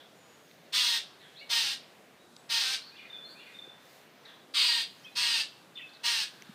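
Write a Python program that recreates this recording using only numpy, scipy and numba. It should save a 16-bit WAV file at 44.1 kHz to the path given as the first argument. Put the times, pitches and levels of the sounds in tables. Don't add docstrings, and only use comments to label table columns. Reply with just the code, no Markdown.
import sys
import numpy as np
from scipy import signal
from scipy.fft import rfft, irfft
from scipy.io import wavfile
from scipy.ndimage import uniform_filter1d
from numba import njit

SR = 44100
rng = np.random.default_rng(int(sys.argv[2]) if len(sys.argv) > 2 else 0)


def undo_db(level):
    steps = np.asarray(level, float) / 20
    return 10 ** steps


def unload_audio(sound):
    columns = np.transpose(np.atleast_2d(sound))
    steps = np.round(np.clip(columns, -1, 1) * 32767)
    wavfile.write(sys.argv[1], SR, steps.astype(np.int16))


N = 288414


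def level(x, rms_db):
    return x * undo_db(rms_db) / np.sqrt(np.mean(x ** 2))


def colour(x, spectrum):
    hz, db = np.transpose(spectrum)
    bins_hz = np.arange(len(x) // 2 + 1) * SR / len(x) + 1
    gain = undo_db(np.interp(np.log(bins_hz), np.log(hz), db))
    return irfft(rfft(x) * gain, len(x))


def walk(rate_hz, count):
    k = max(int(SR / rate_hz), 1)
    return level(uniform_filter1d(uniform_filter1d(rng.standard_normal(count), k), k), 0)


def turns(hz):
    return 2 * np.pi * np.cumsum(hz) / SR


def bouts(rows, calm_db):
    t = np.arange(N) / SR
    power = undo_db(2 * calm_db)
    for s, spread_s, db in rows:
        power = power + undo_db(2 * db) * np.exp(-((t - s) / spread_s) ** 2)
    return np.sqrt(power)


def echo(x, t60_s, db, dull_hz):
    t = np.arange(SR) / SR
    noise = rng.standard_normal(SR)
    low = signal.lfilter(*signal.butter(2, dull_hz, fs=SR), noise)
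    tail = low + (noise - low) * np.exp(-t / 0.051)
    tail = tail * undo_db(-60 * t / t60_s) * np.clip(t / 0.0043, 0, 1)
    return signal.fftconvolve(x, tail * undo_db(db) / np.sqrt(np.sum(tail ** 2)))[:N]


# f/Hz, level/dB per Hz
HUM = [(18, -75), (30, -44), (148, -2), (640, -4), (900, -7), (2600, -11.5), (5170, -19.5), (15500, -29)]
# t/s, spread/s, level/dB
LEAVES = [
    (.52, .04, -67),
    (1.42, 0.11, -73),
    (3.93, 0.083, -63),
    (5.05, .25, -68),
    (6.35, .2, -68),
]


def suburb():
    spectrum = rfft(colour(rng.standard_normal(N), HUM))
    bins_hz = np.arange(N // 2 + 1) * SR / N
    swell = walk(7.5, N)
    hum = 0
    for low_hz in 25 * 2 ** np.arange(0, 10):
        band = irfft(spectrum * ((bins_hz >= low_hz) & (bins_hz < 2 * low_hz)), N)
        hum = hum + band * undo_db(0.21 * swell + 1.42 * walk(8.1, N))
    leaves = colour(rng.standard_normal(N), [(1500, -22), (4000, 11), (9000, 0), (15000, 4)])
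    return level(hum, -57.5) + level(leaves, 0) * bouts(LEAVES, calm_db=-77.5)


# t/s, spread/s, level/dB
CHORUS = [
    (0, 0.044, -61.5),
    (.9, 0.54, -68.5),
    (3.2, 0.57, -62),
    (4.35, 0.091, -71),
    (6.54, 0.52, -60),
]


def far_chorus():
    spectrum = [(900, -26), (1600, 7.5), (2500, -20.5), (3600, 2.0), (4500, -7.0), (6000, -23)]
    wash = level(colour(rng.standard_normal(N), spectrum), 0)
    return wash * bouts(CHORUS, calm_db=-86.5) * undo_db(0.47 * walk(1.3, N))


# t/s, length/s, first f/Hz, last f/Hz, level/dB
CLEAR_NOTES = [(1.351, 0.077, 3160, 4270, -54.5), (1.363, .06, 3950, 4580, -55),
               (0.133, .61, 7120, 6410, -74.5), (1.389, 0.058, 2520, 2900, -56),
               (1.409, .027, 2200, 2300, -48.5), (2.187, 0.087, 3754, 3910, -66),
               (2.375, .036, 7900, 7800, -70), (5.038, 0.072, 3000, 3520, -55.5),
               (5.05, 0.055, 2610, 2500, -52.5), (5.116, 0.032, 4000, 3970, -61),
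               (5.753, 0.044, 3615, 3524, -44.5), (5.79, 0.025, 2065, 1890, -49),
               (5.826, 0.056, 2614, 2594, -46), (5.935, .04, 2570, 2620, -70)]
# t/s, length/s, first f/Hz, last f/Hz, level/dB
BURRED_NOTES = [(0, 0.03, 3440, 3420, -55), (4.983, .028, 6500, 6390, -66),
                (5.029, .038, 5000, 5560, -59.5), (5.742, 0.03, 4250, 5000, -64),
                (5.758, .045, 3185, 2915, -52), (5.772, 0.065, 3600, 2665, -47.5),
                (5.887, .073, 4100, 4600, -63), (5.927, 0.062, 4400, 3900, -56),
                (5.955, .025, 3470, 3330, -65)]


def single_notes():
    clear_rough, burred_rough = 0.21, 0.86
    return [(*r, clear_rough) for r in CLEAR_NOTES] + [(*r, burred_rough) for r in BURRED_NOTES]


def whistle(length_s, first_hz, last_hz, db, rough):
    warble_hz, attack_s = 16, .006
    u = np.arange(int(length_s * SR)) / (length_s * SR)
    n = len(u)
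    burr, waver, warble = walk(1200, 30000)[:n], walk(103, 30000)[:n], walk(120, 30000)[:n]
    rough = np.clip(rough, 0, 1)
    hz = first_hz + (last_hz - first_hz) * np.clip(1.6 * u, 0, 1) + warble_hz * warble
    swell = np.clip(u / max(0.088, attack_s / length_s), 0, 1) * (1 - u ** 3)
    swell = swell * undo_db(3.1 * min(length_s / 0.065, 1) * waver)
    tremor = np.sqrt(1 - rough ** 2) + rough * burr
    return np.sqrt(2) * undo_db(db) * swell * tremor * np.sin(turns(hz))


def songbirds():
    dry = np.zeros(N)
    for start_s, *note in single_notes() + churrs() + warbler() + piper():
        song = whistle(*note)
        i = int(start_s * SR)
        dry[i:i + len(song)] += song
    nearer_from_s, nearer_echo_db = 4.9, -8
    sent = dry * np.where(np.arange(N) / SR > nearer_from_s, undo_db(nearer_echo_db), 1)
    return dry + echo(sent, t60_s=0.71, db=-1.5, dull_hz=11700)


# t/s, peak level/dB, f/Hz, width/Hz
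TICKS = [
    (0.513, -43, 2950, 5000),
    (1.585, -68, 46.1, 60),
    (2.365, -38, 5300, 1800),
    (3.674, -45, 403, 200),
    (6.422, -36.5, 2320, 892),
    (6.422, -40, 6060, 1200),
    (6.422, -53, 11070, 6000),
    (6.492, -41, 210, 70.6),
]


def camera():
    out = np.zeros(N + 4096)
    t = np.arange(4096) / SR
    for s, peak_db, hz, width_hz in TICKS:
        scrape = rng.standard_normal(4096) * np.exp(-t / 0.00067)
        mode = np.sin(2 * np.pi * hz * t) * np.exp(-np.pi * width_hz * t)
        ring = np.convolve(scrape[:300], mode)[:4096]
        ring = signal.lfilter(*signal.butter(2, [.65 * hz, 1.3 * hz], "band", fs=SR), ring)
        i = int(s * SR)
        out[i:i + 4096] += undo_db(peak_db) * ring / np.abs(ring).max()
    return out[:N]


@njit
def svf(x, hz, width_hz):
    y, b, l = np.empty(len(x)), 0., 0.
    for i in range(len(x)):
        g, k = np.tan(np.pi * hz[i] / SR), width_hz / hz[i]
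        v = (b + g * (x[i] - l)) / (1 + g * (g + k))
        b, l, y[i] = 2 * v - b, l + 2 * g * v, k * v
    return y


def turned(spectrum, stretch, tilt_db, pivot_hz):
    return [(hz * stretch, db + tilt_db * np.log2(hz / pivot_hz)) for hz, db in spectrum]


def breath_db(age_s, length_s, peak_db, fade_db_per_s):
    swell_s, swell_db, close_s, close_db = 0.031, 7, 0.018, 10
    db = peak_db - swell_db * np.clip(1 - age_s / swell_s, 0, 1)
    db = db - fade_db_per_s * np.clip(age_s - swell_s, 0, None)
    return db - close_db * np.clip(1 - (length_s - age_s) / close_s, 0, 1)


def syrinx(hz, age_s, length_s, jitter):
    flutter_hz, flutter_depth, flutter_wander, hiss_db = 232.16, 1.4, 0.0593, 1.5
    n = len(hz)
    phase = turns(hz * (1 + jitter * walk(254, n)))
    flutter = turns(flutter_hz * (1 + flutter_wander * (walk(26.4, n) + walk(148.0, n))))
    partials = np.arange(1, 17)[:, None]
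    swing = flutter_depth * np.sqrt(partials) * np.sin(flutter + partials)
    shaken = np.cos(partials * phase + swing).sum(0)
    clear = np.cos(partials * phase).sum(0) * undo_db(3.3 * walk(48, n))
    hiss = rng.standard_normal(n) * (1 + .5 * np.cos(flutter))
    clear_db = -6 + 5.5 * age_s / length_s
    return level(shaken, 0) + level(hiss, hiss_db) + undo_db(clear_db) * level(clear, 0)


# f/Hz, level/dB per Hz
THROAT = [(410, -51), (720, -28), (1000, -17), (2300, -11), (2900, -6), (3900, -1.5), (5100, -5),
          (7200, -18.5)]
# f/Hz, level/dB per Hz
BEAK = [(6000, -7), (7200, -8.5), (8800, 2.5), (11000, -12.5), (13500, -6.5), (15500, -5.5)]


def rasp(row, pitch, turn, rings):
    start_s, length_s, peak_db, fade_db_per_s, first_db = row
    stretch, tilt_db, upper_db, treble_db, beak_tilt_db = turn
    upper_throat_hz, split_hz, jitter = 5500, 7000, 0.01205
    age_s = np.arange(int(length_s * SR)) / SR
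    n = len(age_s)
    hz = np.interp(start_s + age_s, *np.transpose(pitch))
    source = syrinx(hz, age_s, length_s, jitter)

    voice = colour(source, turned(THROAT, stretch, tilt_db, 3000))
    voice = colour(voice, [(0.85 * upper_throat_hz, 0), (0.97 * upper_throat_hz, upper_db)])
    for ring_hz, gain_db in np.reshape(rings, (2, 2)):
        drift_hz = ring_hz * (1 + 0.0017 * walk(20, n))
        voice = voice + undo_db(gain_db) * svf(voice, drift_hz, 190.0)
    body = signal.sosfilt(signal.butter(4, split_hz, fs=SR, output="sos"), voice)

    bright = colour(source, turned(BEAK, 0.98, beak_tilt_db, 9000))
    treble = signal.sosfilt(signal.butter(4, split_hz, "high", fs=SR, output="sos"), bright)

    steady = turns(hz * (1 + 1.64 * jitter * walk(88, n)))
    octave = undo_db(4.2 * walk(28, n)) * np.cos(2 * steady)
    lines = undo_db(first_db + 2.5 * walk(36, n)) * (np.cos(steady) + octave)

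    forceful_db, slowing, attack_s = -24.5, 0.92, .011
    slower = undo_db(slowing * (forceful_db - peak_db))
    edge = np.clip(np.minimum(age_s / slower, length_s - age_s) / attack_s, 0, 1)
    gain = edge * undo_db(breath_db(age_s, length_s, peak_db, fade_db_per_s))
    return gain * (level(body, 0) + lines + undo_db(treble_db) * level(treble, 0))


# t/s, length/s, peak level/dB, fade/dB per s, fundamental level/dB
RASPS = [
    (.722, 0.27, -26, 27.5, -26),
    (1.490, 0.26, -27.5, 38.5, -22.5),
    (2.489, .276, -28.5, 24.5, -19),
    (4.536, 0.3, -25, 29, -18.5),
    (5.15, 0.28, -28, 20, -28),
    (6.031, 0.22, -27.5, 44.5, -23),
]
# t/s, f/Hz
PITCH = [
    [(.72, 1024), (.98, 909.6)],
    [(1.49, 946), (1.62, 901), (1.65, 837), (1.75, 789.4)],
    [(2.5, 936.6), (2.6, 899), (2.63, 785), (2.76, 781)],
    [(4.54, 1204), (4.6, 1105), (4.63, 995), (4.7, 939), (4.83, 905)],
    [(5.15, 983.3), (5.43, 878.4)],
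    [(6.03, 961), (6.15, 923.7), (6.26, 801)],
]
# throat stretch, throat tilt/dB per octave, upper throat/dB, beak/dB, beak tilt/dB per octave
TURNS = [(1.006, -0.6, 0, -15.5, -0.5), (0.96, -0.1, 2, -16.5, 2), (1.007, -0.6, 0, -16, 0),
         (0.93, 2, -7, -17.5, -8), (1.006, -1.1, -1.5, -16, -8), (1.048, -1.5, -0.5, -15, -5)]
# f/Hz, level/dB, f/Hz, level/dB
RINGS = [(3420, -3.5, 3800, -9), (2850, -26, 3000, -19), (2710, -35, 3500, -26), (2950, -18, 4700, 1),
         (2740, 1.5, 4750, 0), (2780, -0.5, 1700, -14)]


def mockingbird():
    dry = np.zeros(N)
    for row, pitch, turn, rings in zip(RASPS, PITCH, TURNS, RINGS):
        call = rasp(row, pitch, turn, rings)
        i = int(row[0] * SR)
        dry[i:i + len(call)] = call
    thin = signal.lfilter(*signal.butter(2, 1700, "high", fs=SR), dry)
    porch = echo(thin, t60_s=0.2, db=0, dull_hz=12500)
    street = echo(thin, t60_s=0.62, db=-15.5, dull_hz=5800)
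    return undo_db(-1.5) * (dry + porch + street)


# t/s, length/s, level/dB
CHURRS = [
    (1.197, .095, -58.5),
    (4.244, .1, -58),
]


def churrs():
    first_hz, fall, low_db, rough = 4100, .79, -4, 0.71
    rows = []
    for s, length_s, db in CHURRS:
        rows.append((s, length_s, first_hz, first_hz * fall, db, rough))
        rows.append((s, length_s, first_hz / 2, first_hz * fall / 2, db + low_db, rough))
    return rows


# delay/s, length/s, first f/Hz, last f/Hz, roughness 0-1
PHRASE = [
    (0, .11, 4050, 4570, 0),
    (.05, 0.069, 4220, 4225, 0.5),
    (0.109, .115, 2366, 2940, 0.02),
    (.155, 0.053, 3540, 3360, 0.7),
    (.16, .165, 2400, 2470, .7),
    (0.241, 0.0382, 2156, 1894, 0.46),
]
# t/s, level/dB
PHRASE_AT = [
    (2.806, -58),
    (3.238, -57.5),
]


def warbler():
    rows = []
    for s, db in PHRASE_AT:
        for delay_s, length_s, first_hz, last_hz, rough in PHRASE:
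            rows.append((s + delay_s, length_s, first_hz, last_hz, db, rough))
    return rows


# lead-in t/s, first pip t/s, f/Hz, level/dB
PIPER = [
    (3.098, 3.128, 3546, -41.5),
    (3.539, 3.586, 3553, -44.5),
]


def piper():
    fall_hz, lead_db, pip_s, gap_s, fade_db = 70, -7.5, 0.018, 0.015, 2.5
    rows = []
    for lead_s, first_s, hz, db in PIPER:
        rows.append((lead_s, first_s - lead_s, hz + fall_hz, hz, db + lead_db, 0))
        for k in range(3):
            top_hz = hz - k * fall_hz / 4
            rows.append((first_s + k * gap_s, pip_s, top_hz, top_hz - fall_hz / 4, db - k * fade_db, 0))
    return rows


def scene():
    return (suburb() + far_chorus() + songbirds() + camera() + mockingbird())[None]


def roll_off(x):
    return signal.sosfilt(signal.butter(12, 15650, fs=SR, output="sos"), x)


def record(dry):
    mix = signal.sosfilt(signal.ellip(8, .2, 60, 15380, fs=SR, output="sos"), dry)
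    return roll_off(mix)


dry = scene()
out = record(dry)
unload_audio(out)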